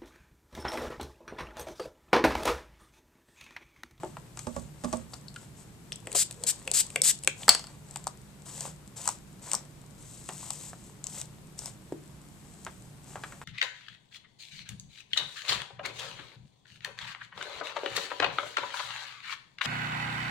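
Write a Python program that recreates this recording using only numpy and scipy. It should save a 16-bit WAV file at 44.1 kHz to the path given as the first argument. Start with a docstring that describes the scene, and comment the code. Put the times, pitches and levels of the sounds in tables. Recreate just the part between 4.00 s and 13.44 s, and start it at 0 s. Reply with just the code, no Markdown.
"""A small quiet room: a doll's hair is handled, misted and brushed at close range.
Her hollow head bumps. A trigger sprayer clicks and hisses through four pumps, then the bottle
is put down hard and rocks to rest. Brush strokes follow: strands hiss under tension, bristles
snap out of tangles and fingers slide down the hair. A distant appliance hums over soft room noise."""
import sys
import numpy as np
from scipy import signal
from scipy.fft import rfft, irfft, next_fast_len
from scipy.io import wavfile
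from scipy.ndimage import map_coordinates

SR = 44100
rng = np.random.default_rng(int(sys.argv[2]) if len(sys.argv) > 2 else 0)


def materialize(psi):
    """Save the field psi as 16-bit PCM at rate SR to the path in sys.argv[1].

    A 1-D psi becomes a single channel; in a 2-D psi each row is a channel.
    """
    bounded = np.clip(np.atleast_2d(psi).T, -1, 1)
    quanta = np.round(bounded * 32767).astype(np.int16)
    wavfile.write(sys.argv[1], SR, quanta)


N = 416304

# Table levels are relative, ahead of mix gains.
# Brush pulls. Each row: start and end in seconds, then final hiss, growth and final scrape in dB.
BRUSH_PULLS = [(4.451, 4.672, -41.5, 5.5, -48.5), (4.958, 5.102, -39.5, 4.5, -46.5),
               (5.415, 5.553, -41, 7, -44), (5.973, 6.692, -45, 11.5, -59), (7.033, 7.188, -39, 16, -49.5),
               (7.572, 7.681, -45, 3.5, -54.5)]
# Finger slides. Each row: middle and half length in seconds, hiss and scrape in dB.
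FINGER_SLIDES = [(0.05, .2, -59.5, -57.5), (0.416, 0.075, -50.5, -59), (0.556, 0.17, -54, -64),
                 (0.918, 0.18, -52.5, -53.5), (1.148, 0.074, -55.5, -66), (1.413, 0.093, -55, -65),
                 (1.598, 0.067, -54, -64), (2.13, 0.081, -52, -52.5), (2.62, 0.56, -56, -57),
                 (2.938, 0.078, -52, -59), (3.422, 0.081, -45, -53), (3.695, 0.15, -60.5, -59.5),
                 (3.951, 0.14, -56.5, -56), (6.136, .14, -53, -72), (6.463, 0.28, -46, -56),
                 (6.848, 0.15, -56, -74), (8.62, 0.44, -60, -71), (9.114, 0.093, -52.5, -55),
                 (9.27, 0.27, -55, -56)]
# Bristles snapping free. Each row: time in seconds, level in dB, pad and clack offsets in dB.
BRISTLE_SNAGS = [(0.373, -29, -17, -5), (0.392, -23, -12, -6), (0.928, -24.5, -20, -17),
                 (0.971, -31, -25, -22), (1.14, -28.5, -20, -12), (3.9105, -30, -27, -20),
                 (3.9594, -20.5, -3, -4.5), (3.9714, -25, -27, -14), (4.0412, -31, -22, -11),
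                 (4.0696, -18, 4.5, -37), (4.0764, -22, -16.5, -17), (4.6074, -18.5, -29, -15),
                 (5.0564, -23.5, -4, -6.5), (5.0764, -9, -5.5, -14), (5.0894, -13, -1.5, -30),
                 (5.5159, -14, -29, -9), (5.5338, -10.5, -9.5, -29), (5.5424, -18, 1, -29),
                 (5.5508, -10.5, -24, -29), (6.2896, -23, -12, -6), (6.5051, -15.5, -10.5, -14),
                 (7.0414, -20, -30, -21), (7.0688, -18.5, -24, -17), (7.2145, -20, -30, -8),
                 (7.5906, -20.5, -27, -21), (7.6585, -20.5, -11.5, -24), (8.6492, -27.5, -21, -18)]
# Sprayer pumps. Each row: start and end in seconds, level and growth with pressure in dB.
SPRAY_PUMPS = [(2.147, 2.231, -25.5, 2.5), (2.464, 2.512, -28, 6), (2.734, 2.815, -26.5, 6),
               (3.032, 3.112, -25.5, 8)]
# Trigger and valve. Each row: time in seconds, level in dB, bottle and lever offsets in dB.
TRIGGER_CLICKS = [(1.921, -26, -7.5, -1.5), (1.9583, -27, -29, -28), (2.0712, -25.5, 2, 1.5),
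                  (2.1173, -23.5, -24, -8), (2.1284, -22, -27, -17), (2.1507, -20.5, 7.5, -3),
                  (2.3106, -23.5, -11.5, -9.5), (2.4375, -15, -13, -25), (2.6762, -20.5, -1.5, 6),
                  (2.715, -10, -14, -22), (2.903, -29, -22, -5), (2.9595, -12.5, -3.5, 5.5),
                  (3.018, -4, -21.5, -24), (3.236, -22.5, -24.5, -11), (3.247, -22, -13, -16),
                  (3.2747, -5, -11, 1.5)]
# Bottle landing. Each row: time in seconds, shell and base levels in dB.
BOTTLE_HITS = [(3.481, -17.5, -15), (3.492, 1, -17), (3.549, -18, -29), (3.594, -32.5, -40.5),
               (3.641, -37.5, -44.5), (3.669, -39.5, -50)]
# Soft head bumps. Each row: time in seconds, level in dB.
HEAD_BUMPS = [(0.469, -32), (0.564, -33), (0.838, -32), (0.845, -28.5), (0.928, -27.5), (0.934, -33.5)]
# Light knocks. Each row: time in seconds, level in dB, pitch and width in Hz, t60 in seconds.
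PLASTIC_KNOCKS = [(0.034, -31, 690, 410, 0.11), (0.034, -35, 362, 120, 0.12),
                  (0.169, -34.5, 850, 870, 0.035), (0.374, -43.5, 900, 1410, 0.066),
                  (1.135, -43.5, 890, 1220, 0.092), (1.136, -38, 4420, 1210, 0.029),
                  (1.283, -35.5, 4370, 900, 0.014), (1.361, -38.5, 1465, 199, 0.051),
                  (1.361, -40, 2880, 2420, 0.027), (1.921, -27.5, 3230, 1190, 0.016),
                  (1.928, -31.5, 5400, 900, 0.017), (3.433, -31.5, 2860, 1510, .015),
                  (6.291, -34.5, 700, 1179, 0.071), (6.429, -41, 935, 900, .025),
                  (6.732, -38.5, 835, 696, 0.029), (7.923, -24.5, 329, 241.9, 0.03),
                  (8.666, -34.5, 1000, 1200, 0.092), (9.157, -36.5, 855, 900, 0.13),
                  (9.237, -32, 1250, 1440, 0.057), (9.323, -42.5, 1420, 1086, 0.066),
                  (9.416, -42.5, 1200, 1360, 0.15)]

# Body resonances. 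Each row: frequency in Hz, width in Hz, gain in dB.
LEVER_MODES = [(1306, 700, -12), (2050, 560, -4), (2400, 320, 2), (2700, 340, 0), (3270, 500, -7)]
SHELL_MODES = [(1965, 250, -16.5), (3100, 600, -9), (4440, 201, 3.5), (5030, 520, -3), (7906, 440, -1),
               (11130, 4700, -22.5)]
BASE_MODES = [(218, 87, -16.5), (740, 220, -5), (1050, 330, -6), (1450, 225, -5), (2033, 151.6, -10)]
HEAD_MODES = [(75.6, 22, 2.5), (119, 22, -3.5), (185, 46, -3), (234, 21, 7.5), (352, 40, -8),
              (503, 60, -5.5), (631, 39, 1), (910, 120, -12), (1146, 39, -6), (1480, 140, -23)]

# Spectra as heard; the bright peak near 8 kHz is the microphone's resonance.
# Each row: frequency in Hz, spectral level in dB.
STRAND_SPECTRUM = [(1200, -28), (2800, -13), (5000, -11), (6600, -6), (7600, 0), (8200, 0), (9200, -10.5),
                   (11000, -17), (14000, -19.5)]
PAD_SPECTRUM = [(200, -17.5), (500, -1.5), (700, -1), (950, 1.5), (1400, -7), (2000, -8.5), (2800, -12.5),
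                (4500, -14), (9000, -49)]
BRISTLE_SPECTRUM = [(1500, -34), (3500, -10.5), (5000, -3), (6300, 1.5), (7200, 4), (8100, 7.5),
                    (9500, -12.5), (14000, -19)]
MIST_SPECTRUM = [(180, -60), (300, -44), (414, -31), (1100, -27.5), (1880, -20), (2240, -20.5), (3460, -14),
                 (3750, -13.5), (4770, -9.5), (5970, -12), (7850, 0), (10800, -16.5), (14000, -20.5)]
SNAP_SPECTRUM = [(1500, -37), (3800, -4.5), (5000, -5), (6500, -3.5), (8000, 7.5), (9500, -8),
                 (14000, -22.5)]
RATTLE_SPECTRUM = [(200, -15.5), (700, 2), (1500, 1), (3400, -5), (4100, -2.5), (4470, 5), (4900, -2.5),
                   (6500, 0.5), (7800, 4), (10000, -7.5), (14000, -33)]
CRUNCH_SPECTRUM = [(300, -17), (1200, 0.5), (3000, -7.5), (7000, -3.5), (10000, -8), (14000, -34)]
ROOM_SPECTRUM = [(15, -44.5), (25, -17.5), (65, -10), (100, -10.5), (147, -6), (202, -5.5), (225, -12),
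                 (363, -15.5), (539, -22.5), (1020, -26.5), (1470, -28.5), (1680, -29.5), (6160, -34.5),
                 (8240, -33), (14000, -38.5)]

# Distant appliance. Each row: frequency in Hz, level in dB.
HUM_PARTIALS = [(60, -68), (120, -59.5), (147, -57.5)]
# Room noise coherence. Each row: frequency in Hz, left-right correlation.
ROOM_COHERENCE = [(60, 0.85), (130, 0.76), (290, .72), (640, 0.456), (1400, 0.12), (3000, 0.021)]
# Room noise balance. Each row: frequency in Hz, left minus right in dB.
ROOM_BALANCE = [(60, -8.5), (200, -1), (400, 2.5), (800, 6.5), (4400, 3), (8000, 3.5), (14000, 0)]
# Wall reverberation. Each row: frequency in Hz, t60 in seconds.
WALL_DECAY = [(150, 0.54), (800, 0.15), (3000, 0.27), (8000, 0.19), (14000, 0.11)]
# Shadowing. Each row: frequency in Hz, factor on the left-right difference.
SHADOW = [(200, .1), (1000, 0.1), (4000, 0.58), (8000, 1.125), (13000, 1.19)]

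BITE_S, RELEASE_DB_PER_S = 0.01, 281  # bristles enter; strands settle
REST_HISS_DB, REST_SCRAPE_DB = -67.5, -67.5  # hair never lies quite still
STRAY_PER_S, STRAY_DB = 12, -71
CREAK_PER_S, CREAK_DB, CREAK_REACH_S = 60, -58, 0.12  # spring ticks around each pump
SQUEEZE_LEAD_S, SQUEEZE_HALF_S = 0.0302, 0.082  # squeeze peaks just before the mist
BAND_LIMIT_HZ = 14300


def hair():
    """Strands hiss and prickle under brush and fingers; bristles catch and snap free."""
    hiss_level, scrape_level = rubbing_levels()
    grip = amp(0.9 * wobble(70) - 2.5)
    strands = friction(STRAND_SPECTRUM, grain_db=2.5, grain_per_s=1500)
    flicks = amp(-10.5) * prickles(per_s=190)
    hiss = hiss_level * grip * (strands + flicks)
    scrape = scrape_level * grip * friction(PAD_SPECTRUM, grain_db=5, grain_per_s=350)
    snags = clicks(BRISTLE_SNAGS, BRISTLE_SPECTRUM, snap_t60_s=0.0075,
                   body=band(hz=913, width_hz=470), body_t60_s=0.017,
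                   clack=band(hz=2950, width_hz=3800), clack_t60_s=0.034)
    strays = amp(STRAY_DB) * prickles(STRAY_PER_S)
    return (placed(hiss, left_db=8, room_db=-13.5)
            + placed(scrape, left_db=2, room_db=-5)
            + placed(amp(-5) * snags + strays, left_db=8.5, room_db=-11.5))


def rubbing_levels():
    """Hiss and scrape envelopes: a pull bites, tightens and lets go; a slide swells and fades."""
    t = np.arange(N) / SR
    hiss_power = np.full(N, amp(REST_HISS_DB) ** 2)
    scrape_power = np.full(N, amp(REST_SCRAPE_DB) ** 2)
    for start_s, end_s, hiss_db, growth_db, scrape_db in BRUSH_PULLS:
        slack = np.clip((end_s - t) / (end_s - start_s), 0, 1)
        bite = np.clip((t - start_s) / BITE_S, 0, 1)
        release_db = RELEASE_DB_PER_S * np.clip(t - end_s, 0, 1)
        pull = bite * amp(-growth_db * slack - release_db)
        hiss_power += (amp(hiss_db) * pull) ** 2
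        scrape_power += (amp(scrape_db - 2 * slack) * pull) ** 2
    for middle_s, half_s, hiss_db, scrape_db in FINGER_SLIDES:
        swell = np.clip(1 - ((t - middle_s) / half_s) ** 2, 0, 1) ** 2
        hiss_power += (amp(hiss_db) * swell) ** 2
        scrape_power += (amp(scrape_db) * swell) ** 2
    return np.sqrt(hiss_power), np.sqrt(scrape_power)


def sprayer():
    """The trigger creaks and clicks, the squeezed bottle hums and the mist grows with pressure."""
    t = np.arange(N) / SR
    flow, squeeze, creaking = np.zeros((3, N))
    for start_s, end_s, db, growth_db in SPRAY_PUMPS:
        valve = np.clip((t - start_s) / 0.0056, 0, 1) * np.clip((end_s - t) / 0.015 + 0.5, 0, 1)
        pressure = np.sqrt(np.clip((t - start_s) / (end_s - start_s), 0, 1))
        flow += valve * amp(db + growth_db * (pressure - 0.3))
        squeeze += np.clip(1 - np.abs(t - start_s + SQUEEZE_LEAD_S) / SQUEEZE_HALF_S, 0, 1)
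        creaking[(t > start_s - CREAK_REACH_S) & (t < end_s + CREAK_REACH_S)] = 1
    mist = flow * friction(MIST_SPECTRUM, grain_db=1, grain_per_s=1100)
    # droplets land on the hair, to one side of the jet
    patter = amp(-9.5) * flow * friction(STRAND_SPECTRUM, grain_db=2, grain_per_s=1100)
    hum = amp(-51.5) * squeeze * unit(filtered(rng.standard_normal(N), band(hz=472, width_hz=130)))
    creaks = amp(CREAK_DB) * creaking * prickles(CREAK_PER_S)
    trigger = clicks(TRIGGER_CLICKS, SNAP_SPECTRUM, snap_t60_s=0.0063,
                     body=band(hz=520, width_hz=400), body_t60_s=0.04995,
                     clack=resonances(LEVER_MODES), clack_t60_s=0.013)
    return (placed(mist + hum, left_db=4.5, room_db=-12, near_db=-13.5)
            + placed(patter, left_db=15.5, room_db=-13.5, lead_samples=3)
            + placed(amp(-5.5) * trigger + creaks, left_db=6.5, room_db=-11, near_db=-3.5))


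def bottle():
    """The bottle lands on its edge, slaps flat and rocks to rest; loose parts rattle."""
    track = np.zeros(N)
    for at_s, shell_db, base_db in BOTTLE_HITS:
        add(track, at_s, amp(shell_db) * contact(resonances(SHELL_MODES), t60_s=0.018, hardness=1))
        add(track, at_s, amp(base_db) * contact(resonances(BASE_MODES), t60_s=0.032))
        rattle = contact(colour(RATTLE_SPECTRUM), t60_s=0.27, hardness=0)
        add(track, at_s, amp(shell_db - 27.5) * rattle)
    return placed(track, left_db=4.5, room_db=-11, lead_samples=0)


def handling():
    """Bumps ring the hollow head, clatter a tray and crunch the hair; plastic things are knocked."""
    bumps, knocks = np.zeros((2, N))
    for at_s, db in HEAD_BUMPS:
        add(bumps, at_s, amp(db + 2) * contact(resonances(HEAD_MODES), t60_s=0.1, hardness=0.68))
        add(bumps, at_s, amp(db - 10) * contact(band(hz=730, width_hz=600), t60_s=0.051))  # tray
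        add(knocks, at_s, amp(db - 8.5) * contact(colour(CRUNCH_SPECTRUM), t60_s=0.051))
    for at_s, db, hz, width_hz, t60_s in PLASTIC_KNOCKS:
        add(knocks, at_s, amp(db) * contact(band(hz, width_hz), t60_s, hardness=0.9))
        add(knocks, at_s, amp(-51.5) * contact(colour(SNAP_SPECTRUM), t60_s=0.027))
    # carried through the table: louder on the right, slightly out of phase
    table_bumps = amp([[-5], [4]]) * placed(bumps, left_db=-14, room_db=-12.5, lead_samples=10.6)
    return table_bumps + placed(knocks, left_db=7, room_db=-11)


def room_tone():
    """Soft rumble and hiss with the wavering hum of a distant appliance."""
    def mid_side_gains(hz):
        angle = np.arccos(np.clip(along(ROOM_COHERENCE, hz), -1, 1)) / 2
        return amp(along(ROOM_SPECTRUM, hz)) * [np.cos(angle), np.sin(angle)]
    mid, side = filtered(rng.standard_normal((2, N)), mid_side_gains)
    air = np.array([mid + side, mid - side])
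    air = unit(filtered(air, lambda hz: amp(along(ROOM_BALANCE, hz) * [[0.5], [-0.5]])))
    t = np.arange(N) / SR
    hum = np.zeros(N)
    for hz, db in HUM_PARTIALS:
        waver = amp(4.1 * wobble(7))
        hum += amp(db) * unit(waver * np.sin(2 * np.pi * hz * t + 0.98 * wobble(13)))
    return amp(-51.5) * air + hum


def friction(spectrum, grain_db, grain_per_s):
    """Countless tiny slips of uneven size, rms 1."""
    slips = rng.standard_normal(N) * amp(grain_db * wobble(grain_per_s))
    return unit(filtered(slips, colour(spectrum)))


def prickles(per_s):
    """Tiny bright snaps at random moments, rms 1."""
    impulses = (rng.random(N) < per_s / SR) * rng.standard_normal(N)
    return unit(filtered(impulses, colour(SNAP_SPECTRUM)))


def clicks(rows, snap_spectrum, snap_t60_s, body, body_t60_s, clack, clack_t60_s):
    """Stiff plastic lets go: a bright snap, a clack of the part and a ring of its holder."""
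    track = np.zeros(N)
    for at_s, db, body_db, clack_db in rows:
        # longer rings spread their energy more thinly
        clack_gain = amp(db + clack_db) * np.sqrt(snap_t60_s / clack_t60_s)
        body_gain = amp(db + body_db) * np.sqrt(snap_t60_s / body_t60_s)
        add(track, at_s, amp(db) * contact(colour(snap_spectrum), snap_t60_s, hardness=0.66))
        add(track, at_s, clack_gain * contact(clack, clack_t60_s, hardness=1))
        add(track, at_s, body_gain * contact(body, body_t60_s))
    return track


def contact(response, t60_s, hardness=0.54):
    """A first impulse and a dying chatter ring a body."""
    decay = amp(-60 * np.arange(SR // 5) / SR / t60_s)
    force = decay * rng.standard_normal(len(decay))
    force[0] = hardness * np.linalg.norm(decay)
    return unit(filtered(force, response)) * np.sqrt(np.mean(decay ** 2))


def placed(x, left_db, room_db, lead_samples=1, near_db=-9):
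    """Mono to stereo: direct path leading on the left, near reflections and wall reverberation."""
    hz, t, noise = signal.stft(rng.standard_normal((2, SR // 2)), SR, nperseg=256)
    decay = amp(-60 * t / along(WALL_DECAY, hz)[:, None])
    tail = signal.istft(noise * decay, SR, nperseg=256)[1]
    tail = np.pad(tail / np.linalg.norm(tail[0]), ((0, 0), (SR // 250, 0)))
    # hand and doll scatter the treble differently to each side
    near = rng.standard_normal((2, SR // 400))
    near = np.pad(near / np.linalg.norm(near[0]), ((0, 0), (0, tail.shape[1] - near.shape[1])))
    hz = np.fft.rfftfreq(tail.shape[1], 1 / SR)
    shadow = along(SHADOW, hz)
    sides = np.array([[0.5], [-0.5]])
    direct = amp(sides * left_db * shadow) * np.exp(2j * np.pi * hz * sides * lead_samples / SR)
    scatter = amp(near_db) * shadow ** 2 * rfft(near)
    walls = amp(room_db + sides * left_db / 2) * rfft(tail)
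    margin = SR // 100  # holds the leading side's early arrival
    paths = np.roll(irfft(direct + scatter + walls), margin, axis=1)
    return signal.oaconvolve(x[None], paths, axes=1)[:, margin:margin + N]


def resonances(modes):
    """Response of a body: modes summed with alternating sign."""
    return lambda f: sum((-1) ** k * amp(db) * 1j * f * width_hz / (hz * hz - f * f + 1j * f * width_hz)
                         for k, (hz, width_hz, db) in enumerate(modes))


def band(hz, width_hz):
    """One broad resonance with steep skirts."""
    return lambda f: resonances([(hz, width_hz, 0)])(f) ** 2


def colour(spectrum):
    """Minimum-phase response with this spectrum."""
    def response(hz):
        cepstrum = irfft(np.log(amp(along(spectrum, hz))))
        half = len(cepstrum) // 2
        return np.exp(rfft(np.r_[cepstrum[0], 2 * cepstrum[1:half]], 2 * half))
    return response


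def filtered(x, response):
    """Apply a complex frequency response."""
    n = x.shape[-1]
    size = 2 * next_fast_len(n // 2 + 2048)
    return irfft(rfft(x, size) * response(np.fft.rfftfreq(size, 1 / SR)), size)[..., :n]


def wobble(per_s):
    """Smooth random curve, per_s knots a second."""
    knots = rng.standard_normal(int(N * per_s / SR) + 4)
    return map_coordinates(knots, [np.arange(N) * per_s / SR], order=2)


def along(points, hz):
    """Interpolate (Hz, value) points on a log axis."""
    knots_hz, values = np.transpose(points)
    return np.interp(np.log(hz + 1), np.log(knots_hz + 1), values)


def add(track, at_s, sound):
    """Mix a sound into a track."""
    part = track[round(at_s * SR):][:len(sound)]
    part += sound[:len(part)]


def amp(db):
    """Decibels to gain."""
    return 10 ** (np.asarray(db) / 20)


def unit(x):
    """Scale to rms 1."""
    return x / np.sqrt(np.mean(x ** 2) + 1e-20)


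def scene():
    """Stereo sum of all sources."""
    return hair() + sprayer() + bottle() + handling() + room_tone()


def record(dry):
    """Overload at full scale, then a steep low-pass."""
    return filtered(np.clip(dry, -1, 1), lambda hz: 1 / np.sqrt(1 + (hz / BAND_LIMIT_HZ) ** 160))


dry = scene()
out = record(dry)
materialize(out)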